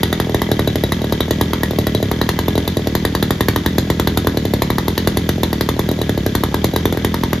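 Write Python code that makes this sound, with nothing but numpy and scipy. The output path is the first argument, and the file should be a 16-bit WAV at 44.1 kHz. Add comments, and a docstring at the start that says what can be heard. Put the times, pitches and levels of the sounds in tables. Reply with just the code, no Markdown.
"""An open workshop: a small two-stroke brushcutter idles close by on the concrete floor.
It fires mostly every third or fourth turn, a sharp pop that sweeps down through the muffler and rings
the casing. A slow burn thumps hollowly, a fast one barks, and some make the muffler shell ping.
The turns between give dull puffs and the odd sputter over the whirr of fan and gears; the walls throw
the pops back. Near 3 s a hand presses on the tank, damping its boom and shifting the ping."""
import sys
import numpy as np
from scipy import signal
from scipy.fft import rfft, irfft, next_fast_len
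from scipy.io import wavfile
from scipy.ndimage import uniform_filter1d

SR = 44100
rng = np.random.default_rng(int(sys.argv[2]) if len(sys.argv) > 2 else 0)


def unload_audio(sound):
    """Save the sound as a 16-bit wav file, at the path given as the first command line argument."""
    columns = np.transpose(np.atleast_2d(sound))
    # keep every value between -1 and 1, then stretch to whole-number steps
    steps = np.round(np.clip(columns, -1, 1) * 32767)
    wavfile.write(sys.argv[1], SR, steps.astype(np.int16))


N = 326340
TURN_S = .0256  # one turn of the crank

# the clear pops: start_s, thump_db, steepness (0 slow burn, about 1 fast), crack_db, ping_db
FIRINGS = [(0.0319, 2.4, 0.32, 6.0, 6.0), (0.1271, -1.1, 0.64, 3.0, 10.0), (0.1998, 1.0, 0.77, 3.0, 2.0),
           (0.2701, -4.3, 0.07, -24.0, -6.0), (0.2948, -0.8, 0.26, -11.0, -10.0),
           (0.345, 4.4, 0.65, 2.0, 7.0), (0.4178, -0.7, 1.03, 0.0, 0.0), (0.4897, -3.4, 0.27, -20.0, -5.0),
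           (0.5151, 4.2, 0.0, 2.0, 12.0), (0.5927, 2.7, 0.63, 1.0, 8.0), (0.6744, 3.2, 0.0, -1.0, 13.0),
           (0.756, 1.3, 0.28, -1.0, -9.0), (0.8368, 3.8, 0.2, -1.0, 13.0), (0.9206, 0.4, 0.92, 2.0, 13.0),
           (1.0169, -2.6, 0.11, -10.0, 0.0), (1.0426, -0.5, 0.32, -9.0, 1.0),
           (1.1234, 2.4, 0.63, 1.0, 10.0), (1.2049, 1.4, 0.8, 2.0, 15.0),
           (1.2817, -4.9, 0.32, -17.0, -14.0), (1.3082, 3.6, 0.23, 4.0, 6.0), (1.411, 3.4, 0.89, 5.0, 10.0),
           (1.5328, -1.0, 0.91, 1.0, 4.0), (1.6327, 0.6, 0.82, 2.0, 1.0), (1.7083, -0.5, 0.25, -6.0, -5.0),
           (1.7338, -3.6, 0.43, -19.0, -7.0), (1.7864, 4.4, 0.11, 2.0, 5.0), (1.8682, 0.9, 0.62, 2.0, 9.0),
           (1.9483, 3.6, 0.0, -1.0, 13.0), (2.0022, -3.4, 0.0, -21.0, -8.0), (2.0271, 1.8, 0.0, -3.0, 4.0),
           (2.1141, 0.1, 0.82, -1.0, 0.0), (2.2138, 2.5, 0.81, 1.0, 12.0), (2.2902, 0.5, 0.91, 6.0, -11.0),
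           (2.3893, -0.2, 0.97, 2.0, -11.0), (2.4821, 3.2, 0.67, -1.0, 6.0), (2.554, 0.5, 0.2, -6.0, 6.0),
           (2.578, 3.1, 0.4, -1.0, 2.0), (2.6766, -1.1, 0.8, 3.0, -9.0), (2.7693, 2.0, 0.0, -3.0, 8.0),
           (2.7937, -4.6, 0.36, -18.0, -5.0), (2.871, 2.0, 0.12, -2.0, -4.0),
           (2.9514, 2.7, 0.77, 3.0, -5.0), (3.0505, 1.6, 0.89, 4.0, 8.0), (3.1502, 0.1, 1.01, 2.0, 6.0),
           (3.2259, 3.8, 0.27, 4.0, 2.0), (3.3059, 3.8, 0.5, 3.0, 2.0), (3.407, 3.4, 0.81, 5.0, 3.0),
           (3.4842, 4.9, 0.67, 7.0, -10.0), (3.5607, 0.2, 1.13, 3.0, -6.0), (3.661, 4.0, 0.76, 5.0, 6.0),
           (3.7822, 5.1, 0.37, 5.0, 7.0), (3.9008, 4.1, 0.64, 3.0, 5.0), (3.997, 1.6, 0.78, 3.0, 0.0),
           (4.0727, 2.3, 0.88, 4.0, 6.0), (4.173, 3.3, 0.58, 7.0, -7.0), (4.2704, 4.4, 0.77, 3.0, 0.0),
           (4.3451, -4.9, 0.24, -21.0, -17.0), (4.3716, 2.2, 0.28, 0.0, 5.0), (4.452, 1.2, 0.01, -2.0, 0.0),
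           (4.5364, 4.9, 0.13, 2.0, -14.0), (4.6202, 1.6, 0.96, 5.0, -13.0), (4.7025, 1.9, 0.98, 0.0, 6.0),
           (4.7829, -1.0, 1.05, 0.0, 6.0), (4.8811, 1.0, 0.89, 2.0, -8.0), (4.9777, -1.0, 0.94, 5.0, 3.0),
           (5.0731, 5.6, 0.51, 6.0, -6.0), (5.1711, 2.5, 0.68, 3.0, -9.0), (5.2904, 3.7, 0.38, 5.0, -9.0),
           (5.3813, -2.4, 0.0, -20.0, -20.0), (5.4325, 1.1, 0.8, 6.0, 12.0),
           (5.5293, -0.9, 0.82, 0.0, -7.0), (5.609, 2.0, 0.6, 3.0, 8.0), (5.6889, 0.7, 0.97, 3.0, -6.0),
           (5.7655, -5.2, 0.14, -22.0, -1.0), (5.7925, 3.1, 0.72, 2.0, -3.0),
           (5.8889, 1.5, 0.32, -4.0, 7.0), (5.9136, 1.1, 0.2, -5.0, -9.0),
           (5.9887, -2.5, 0.17, -14.0, -2.0), (6.0147, 0.7, 0.24, -1.0, 9.0),
           (6.0932, 2.2, 0.04, -2.0, -14.0), (6.176, 1.1, 0.39, -7.0, -4.0),
           (6.2626, 3.6, 0.13, 0.0, -13.0), (6.3512, 1.8, 0.97, 6.0, -3.0), (6.4357, 1.3, 1.14, 3.0, -13.0),
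           (6.5426, 1.2, 0.97, 2.0, 2.0), (6.643, 4.1, 0.18, 6.0, 0.0), (6.7367, 0.1, 0.12, -12.0, 3.0),
           (6.7613, 1.8, 0.76, 4.0, 3.0), (6.8545, 4.4, 0.64, 3.0, -10.0), (6.9247, -0.2, 0.15, -4.0, -1.0),
           (6.9482, -5.0, 0.19, -23.0, -10.0), (6.9725, -0.3, 0.3, -6.0, -6.0),
           (7.0466, 2.2, 0.7, 3.0, -6.0), (7.1421, -0.6, 0.87, 1.0, -8.0), (7.235, 1.7, 1.01, 1.0, 0.0),
           (7.3305, 0.9, 0.72, 2.0, -2.0)]


def gain_of(db):
    """Decibels to gain."""
    return 10 ** (np.asarray(db) / 20)


def unit_rms(x):
    """Scales a sound to rms 1."""
    return x / np.sqrt(np.mean(x ** 2) + 1e-20)


def curve_at(points, hz):
    """Reads a curve on a log-frequency axis."""
    freq_hz, value = np.transpose(points)
    return np.interp(np.log(hz + 1), np.log(freq_hz + 1), value)


def add(mix, start_s, sound):
    """Mixes a sound in at start_s."""
    part = mix[max(round(start_s * SR), 0):][:len(sound)]
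    part += sound[:len(part)]


def filtered(x, response):
    """Applies a response, given as a function of frequency."""
    size = next_fast_len(x.shape[-1] + 4096)
    return irfft(rfft(x, size) * response(np.fft.rfftfreq(size, 1 / SR)), size)[..., :x.shape[-1]]


def coloured(x, eq):
    """Equalises a sound with a curve of freq_hz, level_db."""
    return filtered(x, lambda hz: gain_of(curve_at(eq, hz)))


def resonances(x, modes):
    """What a set of resonances gives back when a sound drives it."""
    return filtered(x, lambda hz: sum(gain_of(db) / (1 + 2j * (hz - pitch_hz) / width_hz)
                                      for pitch_hz, width_hz, db in modes))


def spread(pair):
    """Two unrelated signals become a diffuse field, centred in the bass and wide above."""
    # stereo image of the room: freq_hz, left_right_likeness
    likeness = [(60, 0.99), (300, 0.99), (700, 0.19), (1500, 0.45), (4000, 0.39), (15000, 0.23)]
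    mid = filtered(pair[0], lambda hz: np.sqrt((1 + curve_at(likeness, hz)) / 2))
    side = filtered(pair[1], lambda hz: np.sqrt((1 - curve_at(likeness, hz)) / 2))
    return np.array([mid + side, mid - side])


def unfired_turns(jitter_s=.00012):
    """Times of the turns between firings: a burn kicks the crank, which slows as it coasts."""
    # coasting crank: port_lag_s, slowing, extra_slowing_after_fast_burn, fast_burn_lead_s
    coast = (.00333, .166, .0376, .00088)
    port_s, slowing, kick, lead_s = coast
    fired = [(row[0], row[2]) for row in FIRINGS]
    fired = [(fired[0][0] - 3 * TURN_S, .5), *fired, (fired[-1][0] + 4 * TURN_S, .5)]
    times = []
    for (start, steep), (end, next_steep) in zip(fired, fired[1:]):
        count = max(round((end - start) / TURN_S), 1)
        share = np.arange(1, count) / count
        coasted = share - (slowing + kick * steep) * share * (1 - share)
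        times += list(start + port_s + (end - start) * coasted + lead_s * next_steep * share)
    times = times + jitter_s * rng.standard_normal(len(times))
    return np.array([s for s in times if 0 < s < N / SR])


def burns(turns, wait_s=.062, chance=.15, scatter_db=6.5):
    """The firings plus faint sputters, where the charge half catches after a few unfired turns."""
    # a typical sputter: thump_db, steepness, crack_db, ping_db
    sputter = (-11.5, 0.04, -27, -18)
    fired = np.array(FIRINGS, float)
    last_firing_s = np.append(0, fired[:, 0])[np.searchsorted(fired[:, 0], turns)]
    caught = (turns - last_firing_s > wait_s) & (rng.random(len(turns)) < chance)
    offset_db = scatter_db * rng.standard_normal(len(turns))
    sputters = np.add(sputter, np.outer(offset_db, [1, 0, 1, 1]))
    return np.vstack([fired, np.column_stack([turns, sputters])[caught]]).T


def whirr(turns, level_db=-30, throb=0.014):
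    """A bed of fan and gear noise that swells very slightly once a turn."""
    # fan, gears and intake: freq_hz, level_db
    whirr_eq = [(20, -7), (60, -4), (140, 15), (300, 10), (600, -0.5), (1000, -8.5), (1400, -4.5),
                (1900, -8), (2600, -7), (3600, -6.5), (5300, -10.5), (6900, -13), (9900, -24), (12000, -13),
                (15500, -41)]
    every_turn = np.sort([*turns, *(row[0] for row in FIRINGS)])
    crank = np.interp(np.arange(N) / SR, every_turn, np.arange(len(every_turn)))
    air = unit_rms(coloured(spread(rng.standard_normal((2, N))), whirr_eq))
    return gain_of(level_db) * air * (1 + throb * np.cos(2 * np.pi * (crank - .2)))


def muffler(pulse_db, hz, cycles, corner_hz, lag_s=0):
    """Low notes leave the muffler later than high ones, so each pulse sweeps downward."""
    delay_cycles = cycles * np.log(1 + hz / corner_hz) + np.cumsum(lag_s * np.gradient(hz))
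    return irfft(gain_of(pulse_db) * np.exp(-2j * np.pi * delay_cycles))


def puffs(turns, burn_times, scatter_db=0.4):
    """A turn with no burn sucks gently back as the exhaust port opens: a soft, dull puff."""
    # exhaust pulse of an unfired turn: freq_hz, level_db
    spectrum = [(35, -12), (46, 22), (58, 23.5), (82, 33), (115, 22.5), (175, 31.5), (290, 23.5), (420, 17),
                (600, 9), (900, -13), (2000, 0), (6000, -55)]
    # its downward sweep: delay_cycles, corner_hz, lead_s
    sweep = (3.8, 107, .007)
    cycles, corner_hz, lead_s = sweep
    out, hz = np.zeros(N), np.fft.rfftfreq(4096, 1 / SR)
    puff = -muffler(curve_at(spectrum, hz), hz, cycles, corner_hz)
    for start, db in zip(turns, scatter_db * rng.standard_normal(len(turns))):
        if start not in burn_times:
            add(out, start - lead_s, gain_of(db) * puff)
    return out


def pops(times, thumps_db, steepness, cracks_db, rasp_share=0.33):
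    """Each burn blows out through the muffler: a hollow thump if slow, a bark if fast."""
    # exhaust pulse of a burn: freq_hz, slow_db, fast_db
    spectra = [(35, 10, 8), (56.4, 22, 32.5), (88, 27, 27.5), (157, 26.5, 23.5), (276, 29.5, 30.5),
               (432, 27, 27.5), (560, 21, 20), (617, 25.5, 18), (837, 10, 16), (876, 10.5, 26.5),
               (1134, 0.5, 23), (1414, -16, 11), (1830, 10.5, 18.5), (1984, 0, 11), (2600, -17, -2.5),
               (6000, -24, -36)]
    # its downward sweep: delay_cycles, corner_hz, lead_s
    sweep = (1.41, 27, .0004)
    # the mids take a short cut past the baffles, the bark comes late: freq_hz, extra_delay_s
    baffle_lag = [(480, 0), (540, -.0011), (830, -.0011), (900, 0), (1150, .0002), (1250, .0009),
                  (2500, .0008)]
    # air booming on in the muffler chamber: pitch_hz, width_hz, level_db
    chamber = [(96, 28, 3.5)]
    cycles, corner_hz, lead_s = sweep
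    out, hz = np.zeros(N), np.fft.rfftfreq(4096, 1 / SR)
    for start, thump_db, steep, crack_db in zip(times, thumps_db, steepness, cracks_db):
        pulse_db = curve_at([(f, slow + steep * (fast - slow)) for f, slow, fast in spectra], hz)
        force_db = curve_at([(1250, thump_db), (1600, rasp_share * crack_db)], hz)  # top follows the jet
        pop = muffler(pulse_db + force_db, hz, cycles, corner_hz, curve_at(baffle_lag, hz))
        add(out, start - lead_s, pop)
    return out + resonances(out, chamber)


def bursts(times, levels_db, rise_s, fall_s):
    """Short gusts of noise with a quick attack and an exponential decay."""
    t, flow = np.arange(SR // 20) / SR, np.zeros(N)
    envelope = (1 - np.exp(-(t / rise_s) ** 2)) * np.exp(-t / fall_s)
    for start, db in zip(times, levels_db):
        add(flow, start, gain_of(db) * envelope / envelope.max())
    return flow * rng.standard_normal(N)


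def crack(times, crack_db, level_db=-29.5, lead_s=0.0001):
    """A turbulent jet of hot gas puts a crack on the front of each pop."""
    # the jet at the outlet: freq_hz, level_db
    jet_eq = [(200, -3), (600, -3.5), (1000, -3), (1450, -2), (1900, -0.5), (2500, -12), (3800, -2),
              (4700, -6), (5400, -11.5), (6500, -9.5), (10000, -11), (12400, -1.5), (13800, -6.5),
              (14800, -13), (16500, -36)]
    jet = bursts(times - lead_s, crack_db, rise_s=0.0012, fall_s=0.0023)
    return gain_of(level_db) * unit_rms(coloured(jet, jet_eq))


def knocks(times, levels_db):
    """Single sharp blows, one sample each."""
    return np.bincount(np.round(np.maximum(times, 0) * SR).astype(int), gain_of(levels_db), N)[:N]


def ringing(force, hz, db, t60_s, spread_radians):
    """One struck metal mode, radiating with its own phase to left and right."""
    t = np.arange(SR // 10) / SR
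    phase = 2 * np.pi * rng.random() + spread_radians * rng.standard_normal((2, 1))
    ring = gain_of(db - 60 * t / t60_s) * np.sin(2 * np.pi * hz * t + phase)
    return signal.oaconvolve(force[None], ring, axes=1)[:, :N]


def hand_db():
    """How freely the tank rings under the hand, sample by sample."""
    # the hand presses, then eases a little: time_s, level_db
    damping = [(0, -5.5), (2.5, -6.5), (3.1, -17), (7.4, -12)]
    return np.interp(np.arange(N) / SR, *np.transpose(damping))


def casing(times, crack_db, turns, level_db=-37.5, scatter_db=4, hand_share=0.38, rattles=600):
    """Burns knock the casing, the piston slaps it, loose covers rattle; the hand calms it a little."""
    # crankcase, cylinder fins and covers: pitch_hz, level_db, t60_s
    modes = [(918, -2.5, 0.083), (1120, -1, 0.026), (1677, 1, 0.085), (1853, -2, 0.012), (1996, 3, 0.048),
             (2237, 3.5, 0.031), (2715, -11, 0.024), (2960, -8, 0.097), (3170, 6, 0.027),
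             (3420, 3.5, 0.025), (3600, 5.5, 0.02), (4700, -9.5, 0.034), (6160, 0, 0.012)]
    knock_db = -5 + 0.71 * crack_db
    slap_db = np.full(len(turns), -5)
    rattle_db = np.full(rattles, -11)
    hits_db = np.concatenate([knock_db, slap_db, rattle_db])
    out = np.zeros((2, N))
    for mode in modes:
        hits_s = np.concatenate([times, turns, rng.uniform(0, N / SR, rattles)])
        force = knocks(hits_s, hits_db + scatter_db * rng.uniform(-1, 1, len(hits_s)))
        out += ringing(force, *mode, spread_radians=0.84)
    return gain_of(level_db) * unit_rms(out * gain_of(hand_share * hand_db()))


def clink(times, crack_db, ping_db, turns, level_db=-39, chatter_db=-28, tick_db=-10, delay_s=0.001394):
    """Each pressure front strikes the muffler shell, which chatters on its bolts and ticks between."""
    # thin metal shell of the muffler: pitch_hz, level_db, t60_s
    modes = [(3489, 0.5, .035), (3544, 1.5, .04), (3764, 1, 0.037), (4080, -4, 0.013), (4380, -4, 0.014)]
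    blow_db = 0.91 * crack_db + 0.11 * ping_db
    blows = knocks(times + delay_s, blow_db)
    chatter = bursts(times, blow_db + chatter_db, rise_s=0.0017, fall_s=0.005)
    ticks = knocks(turns, tick_db + rng.uniform(-3, 3, len(turns)))
    shell = sum(ringing(blows + chatter + ticks, *mode, spread_radians=0.41) for mode in modes)
    return gain_of(level_db) * unit_rms(shell)


def ping(times, ping_db, level_db=-41, t60_s=0.054, rise_s=0.0022, scatter_hz=8):
    """One mode of the muffler shell rings out clearly after some pops."""
    # the note of the shell, rising as the hand presses: time_s, pitch_hz
    pitch_curve = [(0, 3920), (.85, 3888), (1.2, 3915), (2.9, 3912), (3.6, 3965), (5.6, 3992), (6, 3925),
                   (7.4, 3950)]
    t, out = np.arange(SR // 8) / SR, np.zeros(N)
    for start, db, (detune, phase) in zip(times, ping_db, rng.standard_normal((len(times), 2))):
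        hz = np.interp(start, *np.transpose(pitch_curve)) + scatter_hz * detune
        envelope = gain_of(db - 60 * t / t60_s) * (1 - np.exp(-t / rise_s))
        add(out, start, envelope * np.sin(2 * np.pi * (hz * t + phase)))
    return gain_of(level_db) * unit_rms(out)


def tank(shake):
    """The plastic fuel tank, shaken by the exhaust, adds boxy tones that the hand damps."""
    # tank resonances: pitch_hz, width_hz, level_db
    modes = [(414.6, 8, 5.5), (636, 76, 3.5), (1915, 41, 8)]
    return resonances(shake, modes) * gain_of(hand_db())


def diffuse_tail(build_s=0.0011):
    """The room's reverb: a noise tail that dies sooner in the treble."""
    # decay of the room: freq_hz, t60_s
    decay_times = [(100, 0.62), (500, 0.26), (2000, 0.25), (6000, 0.2), (14000, 0.13)]
    # tone of the tail: freq_hz, level_db
    tail_eq = [(60, -3), (300, -3), (900, 1), (3500, 7.5), (7000, 4.5), (13000, 1.5)]
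    hz, t, noise = signal.stft(spread(rng.standard_normal((2, SR // 2))), SR, nperseg=256)
    envelope = gain_of(-60 * t / curve_at(decay_times, hz)[:, None]) * (1 - np.exp(-(t / build_s) ** 2))
    tail = signal.istft(noise * envelope, SR)[1]
    return coloured(tail / np.linalg.norm(tail[0]), tail_eq)


def workshop(x, tail_db=-11, tails=5):
    """Distinct reflections, then a short, smooth reverb tail, picked at random for each pop."""
    # nearby walls and roof: delay_s, gain
    echoes = [(0.0126, -0.16), (0.036, 0.039)]
    early, late = np.zeros(N), np.zeros((2, N))
    for delay_s, gain in echoes:
        add(early, delay_s, gain * x)
    early = coloured(early, [(600, 1.0), (3000, -8), (12000, -17)])  # cluttered walls scatter the treble
    switch_s = [row[0] - TURN_S / 10 for row in FIRINGS]  # just before each firing
    picks = rng.integers(0, tails, len(FIRINGS) + 1)
    active_tail = picks[np.searchsorted(switch_s, np.arange(N) / SR)]
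    for k in range(tails):
        send = uniform_filter1d(1. * (active_tail == k), size=128)
        late += signal.oaconvolve((x * send)[None], diffuse_tail(), axes=1)[:, :N]
    return early + gain_of(tail_db) * late


def standing_waves(exhaust):
    """The exhaust sets the air humming between floor and roof."""
    # room modes: pitch_hz, width_hz, level_db
    modes = [(147.7, 19, -4.5), (215, 24, -14.5), (259, 8.4, -13.5), (332.5, 12, -8), (766, 11, -2.5)]
    return resonances(exhaust, modes)


def microphone_ports(x):
    """Direct sound reaches the two microphone ports slightly apart."""
    # arrival gap: freq_hz, left_lag_s
    lag = [(300, -.00002), (1000, -.00006), (1400, -.00006), (1850, -.000015), (3300, -.00005),
           (5000, -.000006), (7000, .00003), (8200, .00006), (10500, .00008), (15000, .000096)]
    return filtered(x, lambda hz: np.exp(-2j * np.pi * np.outer([1, 0], hz * curve_at(lag, hz))))


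def scene(metal_send_db=-6):
    """Exhaust, ringing metal, tank and room over the whirr of the fan."""
    turns = unfired_turns()
    times, thump_db, steepness, crack_db, ping_db = burns(turns)
    exhaust = puffs(turns, times) + pops(times, thump_db, steepness, crack_db) + crack(times, crack_db)
    metal = casing(times, crack_db, turns) + clink(times, crack_db, ping_db, turns) + ping(times, ping_db)
    room = workshop(exhaust + gain_of(metal_send_db) * metal.mean(0)) + standing_waves(exhaust)
    return microphone_ports(exhaust + metal) + tank(exhaust) + room + whirr(turns)


def record(dry, ceiling=.95, knee=.55, cutoff_hz=16000):
    """Microphone colour, soft overload on the hardest pops, then a low-pass."""
    # notch of the sound port: freq_hz, level_db
    notch = [(6900, 0.5), (7600, -4), (8350, -13.5), (9100, -2), (9900, -1)]
    # balance of the two ports: freq_hz, left_minus_right_db
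    balance = [(200, 0), (400, -.3), (700, 1), (1300, -.5), (2400, .8), (4400, 2.3), (8000, .5), (12000, 0)]
    x = filtered(dry, lambda hz: gain_of(curve_at(notch, hz)
                                         + np.outer([.5, -.5], curve_at(balance, hz))))
    headroom = ceiling - knee
    over = np.maximum(abs(x) - knee, 0)
    x = x + np.sign(x) * (headroom * np.tanh(over / headroom) - over)
    lowpass = signal.firwin(255, cutoff_hz, window=("kaiser", 9), fs=SR)
    return signal.oaconvolve(x, lowpass[None], "same")


dry = scene()
out = record(dry)
unload_audio(out)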